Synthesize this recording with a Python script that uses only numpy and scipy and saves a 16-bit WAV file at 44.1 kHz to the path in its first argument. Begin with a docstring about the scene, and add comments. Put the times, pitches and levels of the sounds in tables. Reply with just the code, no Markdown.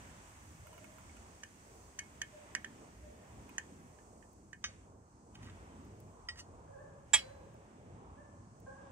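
"""In a kitchen, hot food (shaped noise) hisses less and less, over a low outdoor rumble (low shaped noise).
Far off a dog seems to bark now and then (hoarse harmonic notes, mostly echo), and a handle ticks faintly.
A spoon taps a slotted steel spatula; then its blade skids and drags on a china plate, just right of a phone,
as the food slides off with a rustle and a few wet pops; late on, the blade knocks the plate once hard.
Every contact is a chatter of tiny ticks that feeds fading modes, with a dry crack and a clatter of noise."""
import sys
import numpy as np
from scipy import signal
from scipy.fft import rfft, irfft, next_fast_len
from scipy.io import wavfile
from scipy.ndimage import uniform_filter1d

SR = 44100
rng = np.random.default_rng(int(sys.argv[2]) if len(sys.argv) > 2 else 0)


def wav_record(signal):
    """Record a signal, one row per channel, as 16-bit PCM in the file named by sys.argv[1]."""
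    frames = np.transpose(np.atleast_2d(signal))
    bounded = np.clip(frames, -1, 1)
    # unit amplitude maps onto the largest positive 16-bit level
    quanta = np.round(bounded * 32767).astype(np.int16)
    wavfile.write(sys.argv[1], SR, quanta)


N = 392931
SIZE = next_fast_len(N)
HZ = np.maximum(np.arange(SIZE // 2 + 1) * SR / SIZE, 1)  # frequency of each spectrum bin
SPOT_DB = 7  # how much a blow favours the modes close to one named frequency


def spoon_taps():
    """A spoon taps the steel blade: clean blows start its modes nearly in step."""
    # taps: t/s, peak level/dB, brightness/dB per octave, left minus right/dB, ring share of t60,
    # [(f/Hz, gain/dB) of modes favoured or stilled]
    taps = [(1.4332, -36, 3.5, 2.5, 0.69, [(1860, 7), (2850, 11), (5980, 4)]),
            (1.989, -30.5, 5.5, 4.3, 0.96, [(1690, 14), (2186, 13), (4560, 6), (5980, 3)]),
            (2.2157, -24.5, 1.5, 6, 0.87, [(1800, -2), (1631, -9), (6600, 5), (2186, 5), (3120, 5.5)]),
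            (2.55, -20.5, 5, 2, 0.64, [(1850, 9), (7400, 0), (2186, 8), (3120, -1), (4930, 6.5)]),
            (2.645, -29.5, 1.5, 2.5, 0.7, [(1790, -0.5), (3120, 4)]),
            (3.581, -25, 4.5, 2, 0.75, [(1850, 14.5), (2912, 0), (6700, 10), (4180, 2)]),
            (3.9865, -57, -1, -4, 0.88, [(1760, 4)]), (4.225, -60.5, 0, -17, 1, [(1700, 7), (2400, 12)]),
            (4.53, -36, -0.5, 4, 0.9, [(1660, 8), (2400, 6), (3120, -3), (1830, -4)])]
    # modes of blade under the spoon: f/Hz; then relative level/dB, t60/s
    mode_hz = [1760, 1631, 1820, 1875, 2186, 2480, 2912, 3120, 4180, 4560, 4930, 6218, 6700, 8000, 9700,
               11600, 5980, 7400, 8900]
    modes = [(11, 0.032), (-8, 0.12), (6, 0.031), (-4.5, 0.032), (-16, 0.23), (-7, 0.057), (-7, 0.07),
             (-1, 0.024), (-17, 0.035), (-20.5, 0.042), (-12, 0.018), (-7.5, 0.019), (-4.5, 0.019),
             (-12, 0.027), (-26.5, 0.068), (-30, 0.023), (-7, 0.0265), (-12, .025), (-19, 0.014)]
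    skid_ms = 2.8
    contacts = [(s, db, tilt, skid_ms, pan, ring, spots) for s, db, tilt, pan, ring, spots in taps]
    return strike(contacts, mode_hz, modes, spot_db=0.28, crack_db=-12.0, clatter_db=-14, clatter_s=0.03,
                  top_hz=9600, jolt=0.29, loose=0.15)


def handle_ticks():
    """Faint ticks of the handle, each favouring one of its modes."""
    # ticks: t/s, peak level/dB, favoured mode f/Hz
    handle_contacts = [(0.668, -50.5, 1390), (0.679, -61, 1390), (0.7286, -50, 980), (0.74, -56, 2900),
                       (0.7774, -50, 1390), (0.842, -49, 1390), (0.982, -52, 1390), (1.094, -54, 2200),
                       (1.1664, -52.5, 1390), (3.2876, -64, 1390), (3.4913, -49.5, 2500)]
    # modes of the handle: f/Hz; then relative level/dB, t60/s
    mode_hz = [980, 1390, 1520, 2200, 2500, 2900, 8400, 13600, 14500]
    modes = [(8, 0.021), (3, 0.058), (-4, .03), (0, 0.073), (1, 0.038), (-3, 0.046), (2, 0.0095),
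             (-13, 0.036), (-12, 0.035)]
    skid_ms, ring_share, tilt_db = 3.1, 0.92, 2
    contacts = [(s, db, tilt_db, skid_ms, 0, ring_share, [(hz, SPOT_DB)]) for s, db, hz in handle_contacts]
    return strike(contacts, mode_hz, modes, spot_db=4.5, crack_db=2, clatter_db=-7, clatter_s=0.02,
                  top_hz=15000, jolt=0.48)


def blade_skids():
    """The blade lands on china and skids; each landing spot favours or stills other modes of the blade."""
    # skids: t/s, peak level/dB, brightness/dB per octave, skid/ms (ends by 27), ring share of t60,
    # [(f/Hz, gain/dB) of modes favoured or stilled]
    skids = [(4.640, -29, -4, 3.0, 0.83, [(6210, 14), (2180, 2.5), (5329, 5.5), (7235, 7), (5060, -9),
             (8310, -5.5), (2783, -10.5), (9475, 4)]), (5.346, -56, 7, 7.0, .5, [(7235, 4), (13500, 12),
             (15000, 12.5)]), (5.352, -49.5, -0.5, 4.0, 0.4, [(2961, -5), (9480, 13), (10750, 17),
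             (13500, 25), (8310, -6), (5060, -8), (5329, -10), (3690, -10)]),
             (5.422, -60, 10, 34, .5, [(6210, 7), (9480, 6), (10750, 10), (13500, 18), (8310, -4),
             (5060, -8)]), (5.429, -52, 0, 3.0, 0.53, [(1930, 13), (7235, 10), (6210, 7)]),
             (5.452, -56, 1, 15, 0.55, [(7235, 9), (6210, 4), (9480, 12), (13500, 16), (15000, 18),
             (5060, -8)]), (5.469, -53, -8, 6.0, 0.44, [(1930, 13)]),
             (5.485, -52.5, -16, 4.0, 0.39, [(1540, 3)]), (5.496, -52.5, -5, 6.0, 0.33, [(1690, 7),
             (7235, 17), (15000, 24), (5315, 6)]), (6.286, -32.5, 2, 4.0, 1, [(5060, 16.5), (1930, 16),
             (1378, 10.5), (2245, 7), (7235, -2), (3690, -3.5), (1545, -14), (1685, -12), (9480, -15),
             (8310, 3)]), (7.176, -39, 1, 5.0, 0.62, [(2961, -4), (6210, -1), (3690, 8), (7235, -10)]),
             (7.186, -37, 2, 8.0, 0.76, [(2961, 17), (5329, 4), (4485, 7), (2186, 11), (9480, 0),
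             (7235, -12), (8310, -8)])]
    # modes of the blade: f/Hz; then relative level/dB, t60/s
    mode_hz = [1220, 1378, 1545, 1685, 1920, 2186, 2245, 2492, 2783, 2935, 3106, 3680, 4485, 5060, 5315,
               6212, 7230, 8310, 9475, 10750, 11500, 13500, 15000]
    modes = [(-3.5, 0.035), (-7.5, 0.0371), (-9, 0.074), (-3.5, 0.067), (-6.5, 0.079), (-12, 0.19),
             (-12, 0.065), (-0.5, 0.048), (-11, 0.099), (0, 0.076), (4.5, 0.05), (-0.5, 0.094), (-7, 0.2),
             (-7.5, 0.049), (-8, 0.11), (-10, 0.16), (-8.5, 0.082), (-14, 0.12), (-21.5, 0.1), (-26.5, .06),
             (-36.5, .05), (-37.5, 0.079), (-35.5, .06)]
    contacts = [(s, db, tilt, ms, 0, ring, spots) for s, db, tilt, ms, ring, spots in skids]
    return strike(contacts, mode_hz, modes, spot_db=1.5, crack_db=-9, clatter_db=-3, clatter_s=0.035,
                  top_hz=9300, jolt=0.7)


def blade_drags():
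    """The blade drags, pressed down: it rings on modes of its own, with strong clatter."""
    # drags: t/s, peak level/dB, brightness/dB per octave, skid/ms, ring share of t60, favoured mode f/Hz
    drags = [(6.357, -55, -1, 12.0, .6, 1860), (6.371, -51, 2, 20.0, .7, 1860),
             (6.385, -48.5, -1.5, 9.0, .7, 8350), (6.391, -45.5, 1, 13.8, 1.0, 5980)]
    # modes of the pressed blade: f/Hz; then relative level/dB, t60/s
    mode_hz = [1360, 1860, 2920, 3610, 4460, 5010, 5980, 6230, 7410, 8300, 8420, 8860, 9400, 9700, 10600,
               11400]
    modes = [(-4, 0.078), (2, 0.053), (5, 0.062), (-4, .04), (0, 0.085), (1, .05), (2, 0.055), (-3, .05),
             (-3, 0.1), (-9, .05), (-9, .05), (-13, .05), (-16, .07), (-9, 0.11), (-13, .05), (-25, .05)]
    contacts = [(s, db, tilt, ms, 0, ring, [(hz, SPOT_DB)]) for s, db, tilt, ms, ring, hz in drags]
    return strike(contacts, mode_hz, modes, spot_db=1.0, crack_db=-12, clatter_db=-1, clatter_s=0.03,
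                  top_hz=11000, jolt=1.0)


def plate_knock():
    """One hard knock rings the plate; then the blade settles on it and its modes fade faster."""
    # knock: t/s, peak level/dB, skid/ms, ring share of t60, favoured mode f/Hz
    knocks = [(7.1332, -11, 12.0, 0.95, 7170)]
    # modes of the plate: f/Hz; then relative level/dB, t60/s before the blade settles
    mode_hz = [689, 857, 996, 1185, 1690, 1728, 1933, 2181, 2320, 2478, 2584, 2912, 3278, 3628, 3720, 4050,
               4490, 4695, 5141, 5250, 5295, 6304, 7040, 7235, 7475, 7784, 8018, 8300, 8936, 9440, 10540,
               11790, 12700, 13600, 14500]
    modes = [(-30.5, 0.14), (-15, 0.073), (-22.5, 0.087), (-22, 0.0614), (-5.5, 0.021), (-36.5, 0.13),
             (-18, 0.15), (-19, 0.24), (-12, 0.12), (-27, 0.18), (-17, 0.14), (-22.5, 0.2), (-8, 0.15),
             (-19, 0.11), (-13, .05), (-38.5, 1.1), (-28, 0.057), (-37.5, 0.74), (-24, 0.097), (-10, 0.021),
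             (-25, 0.34), (-13, 0.086), (-18, 0.059), (-0.5, 0.047), (-16.5, .07), (-1, 0.081),
             (-15.5, 0.092), (-22, .1), (-34.5, .1), (-15, 0.1), (-22, 0.05), (-36.5, 0.061), (-38, .05),
             (-38.5, .05), (-40.5, .045)]
    contacts = [(s, db, 0, ms, 0, ring, [(hz, SPOT_DB)]) for s, db, ms, ring, hz in knocks]
    return strike(contacts, mode_hz, modes, spot_db=0.3, crack_db=-17, clatter_db=-12, clatter_s=0.15,
                  top_hz=11000, jolt=0.25, press=1.3)


def strike(contacts, mode_hz, modes, spot_db, crack_db, clatter_db, clatter_s, top_hz, jolt, press=0, loose=1):
    """Each contact is a quick chatter of ticks that feeds the modes of one object.

    spot_db: random spread of mode levels; jolt: phase knock of a tick in radians; loose: spread of
    starting phases in cycles; press: share by which fading speeds up once the object is pressed.
    """
    pressed_s, chatter = 0.031, 1200  # delay before the press; longest chatter in samples
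    hz = np.array(mode_hz)[:, None]
    db, free_t60 = np.transpose(modes)[:, :, None]
    length = min(int(free_t60.max() * SR) + chatter, SR // 2)
    t = np.arange(length) / SR
    aged = t + press * np.maximum(t - pressed_s, 0)
    band = signal.butter(4, [600, top_hz], "band", fs=SR, output="sos")
    out = np.zeros((2, N))
    for s, peak_db, tilt_db, skid_ms, pan_db, ring, spots in contacts:
        favour = sum(g * np.exp(-(np.log(hz / f) / .02) ** 2) for f, g in spots)
        colour = favour + rng.standard_normal(hz.shape) * spot_db + tilt_db * np.log2(hz / 2000)
        tick_here = (rng.random(chatter) < .025) * (t[:chatter] < skid_ms / 1000)
        ticks = (1.0 + rng.random(chatter)) * tick_here
        ticks[0] = 0.95

        def fed(decay):
            """Envelope of a decay restarted by every tick; energies add."""
            energy = signal.fftconvolve(decay ** 2, ticks[None], axes=1)[:, :length]
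            return np.sqrt(np.abs(energy))

        # every tick knocks the phase of every mode
        jolts = np.cumsum(jolt * rng.standard_normal((len(hz), chatter)) * (ticks > 0), axis=1)
        jolts = jolts[:, np.minimum(np.arange(length), chatter - 1)]
        phase = 2 * np.pi * (hz * t + loose * rng.random(hz.shape)) + jolts
        ringing = fed(1000 ** (-aged / (free_t60 * ring)))
        hit = np.sum(undb(db + colour) * ringing * np.sin(phase), axis=0)
        # a dry crack at each tick, and the many small modes that blur into noise
        crack = undb(crack_db) * fed(np.exp(-t[None] / 0.00017))
        clatter = undb(clatter_db) * fed(1000 ** (-t[None] / (clatter_s * ring)))
        noise = (crack + clatter)[0] * rng.standard_normal(length)
        hit += signal.sosfilt(band, undb(1.2 * tilt_db) * noise)  # brighter contacts are noisier
        hit *= 1 - np.exp(-t / 0.00057)  # soft onset
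        hit /= np.sqrt(2 * uniform_filter1d(hit ** 2, 150).max())
        add(out, s, hit * undb(peak_db + np.array([[pan_db], [-pan_db]]) / 2))
    return out


def pops():
    """Wet pops of the food: tiny bright noise bursts, a few ms each."""
    # pops: t/s, relative level/dB
    pop_times = [(4.33, -58), (5.85, -60), (6.001, -49), (7.5407, -61), (8.6, -56.5)]
    out, t = np.zeros((2, N)), np.arange(800) / SR
    burst = np.exp(-t / 0.0025) * (1 - np.exp(-t / 0.00082))
    for s, db in pop_times:
        add(out, s, undb(db) * rng.standard_normal((2, 800)) * burst)
    return signal.sosfilt(signal.butter(2, 6500, "high", fs=SR, output="sos"), out)


def food():
    """Sliding food rustles, hot food hisses: three flickering noise bands that follow drawn levels."""
    # food levels: t/s, rustle level/dB, hiss level/dB
    food_levels = [(0.0, -65.5, -69), (0.52, -70.5, -71.5), (1.07, -69, -70), (1.86, -74, -72),
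                   (2.51, -67.5, -74.5), (2.98, -73, -74.5), (3.57, -70.5, -74), (4.3, -84.5, -76.5),
                   (4.6, -87, -80), (4.68, -66.5, -75), (4.95, -88.5, -82.5), (5.3, -87, -78.5),
                   (5.42, -69, -77.5), (5.75, -73, -77), (6.15, -80.5, -79), (7.05, -81, -81),
                   (7.2, -62.5, -72.5), (7.36, -76, -80), (8.14, -78, -81.5), (8.55, -85, -78.5),
                   (8.91, -73.5, -80)]
    # fine sizzle, which dies faster than the hiss as the food cools: t/s, level/dB
    fine_levels = [(0.0, -79), (3.62, -85), (4.44, -92), (5.24, -100), (5.56, -88), (6.9, -99.5),
                   (7.25, -88), (7.87, -100), (8.91, -101)]
    # noise colours: f/Hz, relative level/dB
    rustle_colour = [(500, 4), (1000, 0.5), (1800, 3), (2500, -0.5), (3500, -7), (4300, -15.5), (5500, -12),
                     (9000, -32.5)]
    hiss_colour = [(3500, -27.5), (4200, -11.5), (5300, -7.5), (6300, 0), (7200, -1.2), (8100, 2),
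                   (9500, -10.5), (11500, -22)]
    sizzle_colour = [(9000, -3.5), (11000, -8.5), (14500, -10), (15500, -10.5), (16000, -17)]
    rustle_db, hiss_db = along(food_levels)
    (sizzle_db,) = along(fine_levels)
    rustle = undb(rustle_db) * wash(rustle_colour, 1700, 4900, flicker_db=0.51)
    hiss = undb(hiss_db) * wash(hiss_colour, 6200, 7800, flicker_db=0.86)
    sizzle = undb(sizzle_db) * wash(sizzle_colour, 10000, 15130, flicker_db=1.2)
    return rustle + hiss + sizzle


def dog():
    """Short hoarse harmonic notes that scoop up to pitch, heard mostly as echo."""
    # barks: t/s, pitch f/Hz, relative level/dB, length/s, overtone level/dB, share of pitch scooped up
    barks = [(0.648, 657, -65, 0.14, -25, 0.083), (0.784, 643, -71, 0.055, -12, 0.014),
             (0.88, 632, -64.5, 0.063, -23, 0.017), (2.32, 612, -63.5, 0.11, -20, 0.033),
             (3.02, 616, -63, 0.06, -13, .04), (3.18, 630, -67.5, 0.061, -9, 0.024),
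             (6.68, 562, -64, 0.19, -5, 0.047), (7.2, 556, -62.5, 0.21, -8, 0.044),
             (7.38, 554, -66, 0.12, -8.5, 0.034), (8.156, 554, -65, 0.08, -0.5, 0.027),
             (8.663, 572, -61, 0.061, 2.5, .11), (8.77, 552, -65.5, 0.084, -5.5, .03)]
    # overtones of the throat: multiple of pitch, relative level/dB
    throat = [(1.5, -7), (2, -9), (3, -4)]
    scoop_s, yard_t60_s = 0.035, 0.8
    out, waver, rasp = np.zeros(N), walk(45), undb(5 * walk(90))
    for s, hz, db, length, over_db, scoop in barks:
        t = np.arange(int(length * SR)) / SR
        pitch = hz * (1 - scoop * np.exp(-t / scoop_s) + .04 * waver[int(s * SR):][:len(t)])
        turn = 2 * np.pi * np.cumsum(pitch) / SR
        note = np.sin(turn) + sum(undb(g + over_db) * np.sin(k * turn) for k, g in throat)
        swell = np.sin(np.pi * np.sqrt(t / length)) ** 0.28
        add(out, s, undb(db) * note * swell)
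    hoarse = out * rasp
    return 0.55 * hoarse + echo(hoarse, yard_t60_s, damp_hz=3600)


def outdoor_rumble():
    """Low outdoor noise whose octave bands swell and dip independently."""
    # colour of the rumble: f/Hz, relative level/dB per Hz
    rumble_colour = [(15, -50.5), (25, -23.5), (56, -1.5), (104, -1), (129, -6.5), (189, -6), (389, -12),
                     (466, -12.5), (525, -15.5), (629, -14.5), (1040, -14.5), (1750, -31), (1850, -39),
                     (2090, -47), (3000, -57), (3900, -68), (6600, -120)]
    # rumble level: t/s, level/dB
    rumble_levels = [(0.0, -57.5), (0.42, -60.5), (2.0, -59.5), (3.87, -58.5), (4.34, -63), (4.9, -61),
                     (5.24, -62), (5.45, -55.5), (5.75, -56), (6.03, -58), (6.5, -57.5), (7.3, -58),
                     (8.54, -58), (8.91, -55.5)]
    (rumble_db,) = along(rumble_levels)
    return undb(rumble_db) * wash(rumble_colour, 44, 370, flicker_db=2.6)


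def wash(colour, lo_hz, hi_hz, flicker_db):
    """Stereo noise of a given colour, 0 dB rms between lo and hi before its octave bands flicker alone."""
    # how alike left and right are: f/Hz, correlation
    likeness = [(60, 0.96), (130, 0.94), (290, 0.99), (640, 0.55), (1410, 0.38), (3100, 0.05), (6820, 0.01),
                (15000, 0.01)]
    like = np.clip(on_log(likeness, HZ), -.95, .99)
    mid, side = rfft(rng.standard_normal((2, SIZE)))
    pair = np.sqrt((1 + like) / 2) * mid + np.sqrt((1 - like) / 2) * side * np.array([[1], [-1]])
    lowest, highest = colour[0][0], colour[-1][0]
    gain = undb(on_log(colour, HZ)) * (HZ > lowest) * (HZ < highest)
    in_band = (HZ > lo_hz) * (HZ < hi_hz)
    gain = gain / np.sqrt(np.mean(gain ** 2 * in_band * (1 + like) / 2))
    out = 0
    for octave in range(int(np.log2(lowest)), int(np.log2(highest)) + 2):
        share = np.cos(np.pi / 2 * np.clip(np.log2(HZ) - octave, -1, 1)) ** 2
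        out = out + irfft(pair * gain * share, SIZE)[:, :N] * undb(flicker_db * walk(9))
    return out


def echo(x, t60_s, damp_hz):
    """Diffuse tail: fading noise, another on each side, unit energy."""
    t = np.arange(int(t60_s * SR)) / SR
    fade = 1000 ** (-t / t60_s) * (1 - np.exp(-t / 0.0013))
    tail = rng.standard_normal((2, len(t))) * fade
    tail = signal.lfilter(*signal.butter(1, damp_hz, fs=SR), tail)
    tail = tail / np.sqrt(np.sum(tail ** 2, 1, keepdims=True))
    return signal.fftconvolve(x[None], tail, axes=1)[:, :N]


def ports(pair, shade, lag_ms):
    """The phone body shades and delays what the left port hears of a source."""
    left = rfft(pair[0], SIZE) * undb(on_log(shade, HZ)) * np.exp(-2j * np.pi * HZ * lag_ms / 1000)
    return np.array([irfft(left, SIZE)[:N], pair[1]])


def undb(db):
    """Turn dB into gain."""
    return 10 ** (np.asarray(db) / 20)


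def on_log(table, hz):
    """Read (Hz, value) rows on a log-frequency axis."""
    f, v = np.transpose(table)
    return np.interp(np.log(hz), np.log(f), v)


def along(table):
    """Columns of (s, value, ..) rows, sample by sample."""
    s, *columns = np.transpose(table)
    return [np.interp(np.arange(N) / SR, s, c) for c in columns]


def walk(rate):
    """Random levels held 1 / rate s and slewed twice; spread near 1."""
    k = int(SR / rate)
    steps = np.repeat(rng.standard_normal(N // k + 1), k)
    return 1.32 * uniform_filter1d(uniform_filter1d(steps, k), k)[:N]


def add(out, s, sound):
    """Mix a short sound in at s seconds."""
    i = int(s * SR)
    part = sound[..., :N - i]
    out[..., i:i + part.shape[-1]] += part


def scene():
    """Near contacts through the two ports, their room tail, and the background."""
    # shading of the left port for each place: f/Hz, gain/dB
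    shade_spoon = [(1000, 1), (1400, -12), (2400, -14), (3300, -7), (5000, 3), (8000, -1), (12000, -4)]
    shade_blade = [(1000, -3), (2000, -1), (3300, -5), (5000, 3), (8000, -8), (12000, -7)]
    shade_plate = [(1000, -3), (2400, -2), (3300, 1), (5000, -1), (7500, -19), (12000, -5)]
    shade_yard = [(100, 0), (200, -1), (2400, -1.5), (4400, 2), (8000, -5)]
    spoon = ports(spoon_taps() + handle_ticks(), shade_spoon, lag_ms=0.082)
    blade = ports(blade_skids() + blade_drags(), shade_blade, lag_ms=0.11)
    plate = ports(plate_knock(), shade_plate, lag_ms=0.036)
    near = spoon + blade + plate
    room_db, room_t60_s = -16, 0.13
    room = undb(room_db) * echo(near[1], room_t60_s, damp_hz=2800)  # fed from the right port
    back = ports(food() + outdoor_rumble(), shade_yard, lag_ms=0.3)
    return near + room + back + pops() + dog()


def record(dry):
    """The phone cuts the top with a steep low-pass."""
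    top_hz = 15600
    return signal.sosfilt(signal.ellip(8, .2, 70, top_hz, fs=SR, output="sos"), dry)


dry = scene()
out = record(dry)
wav_record(out)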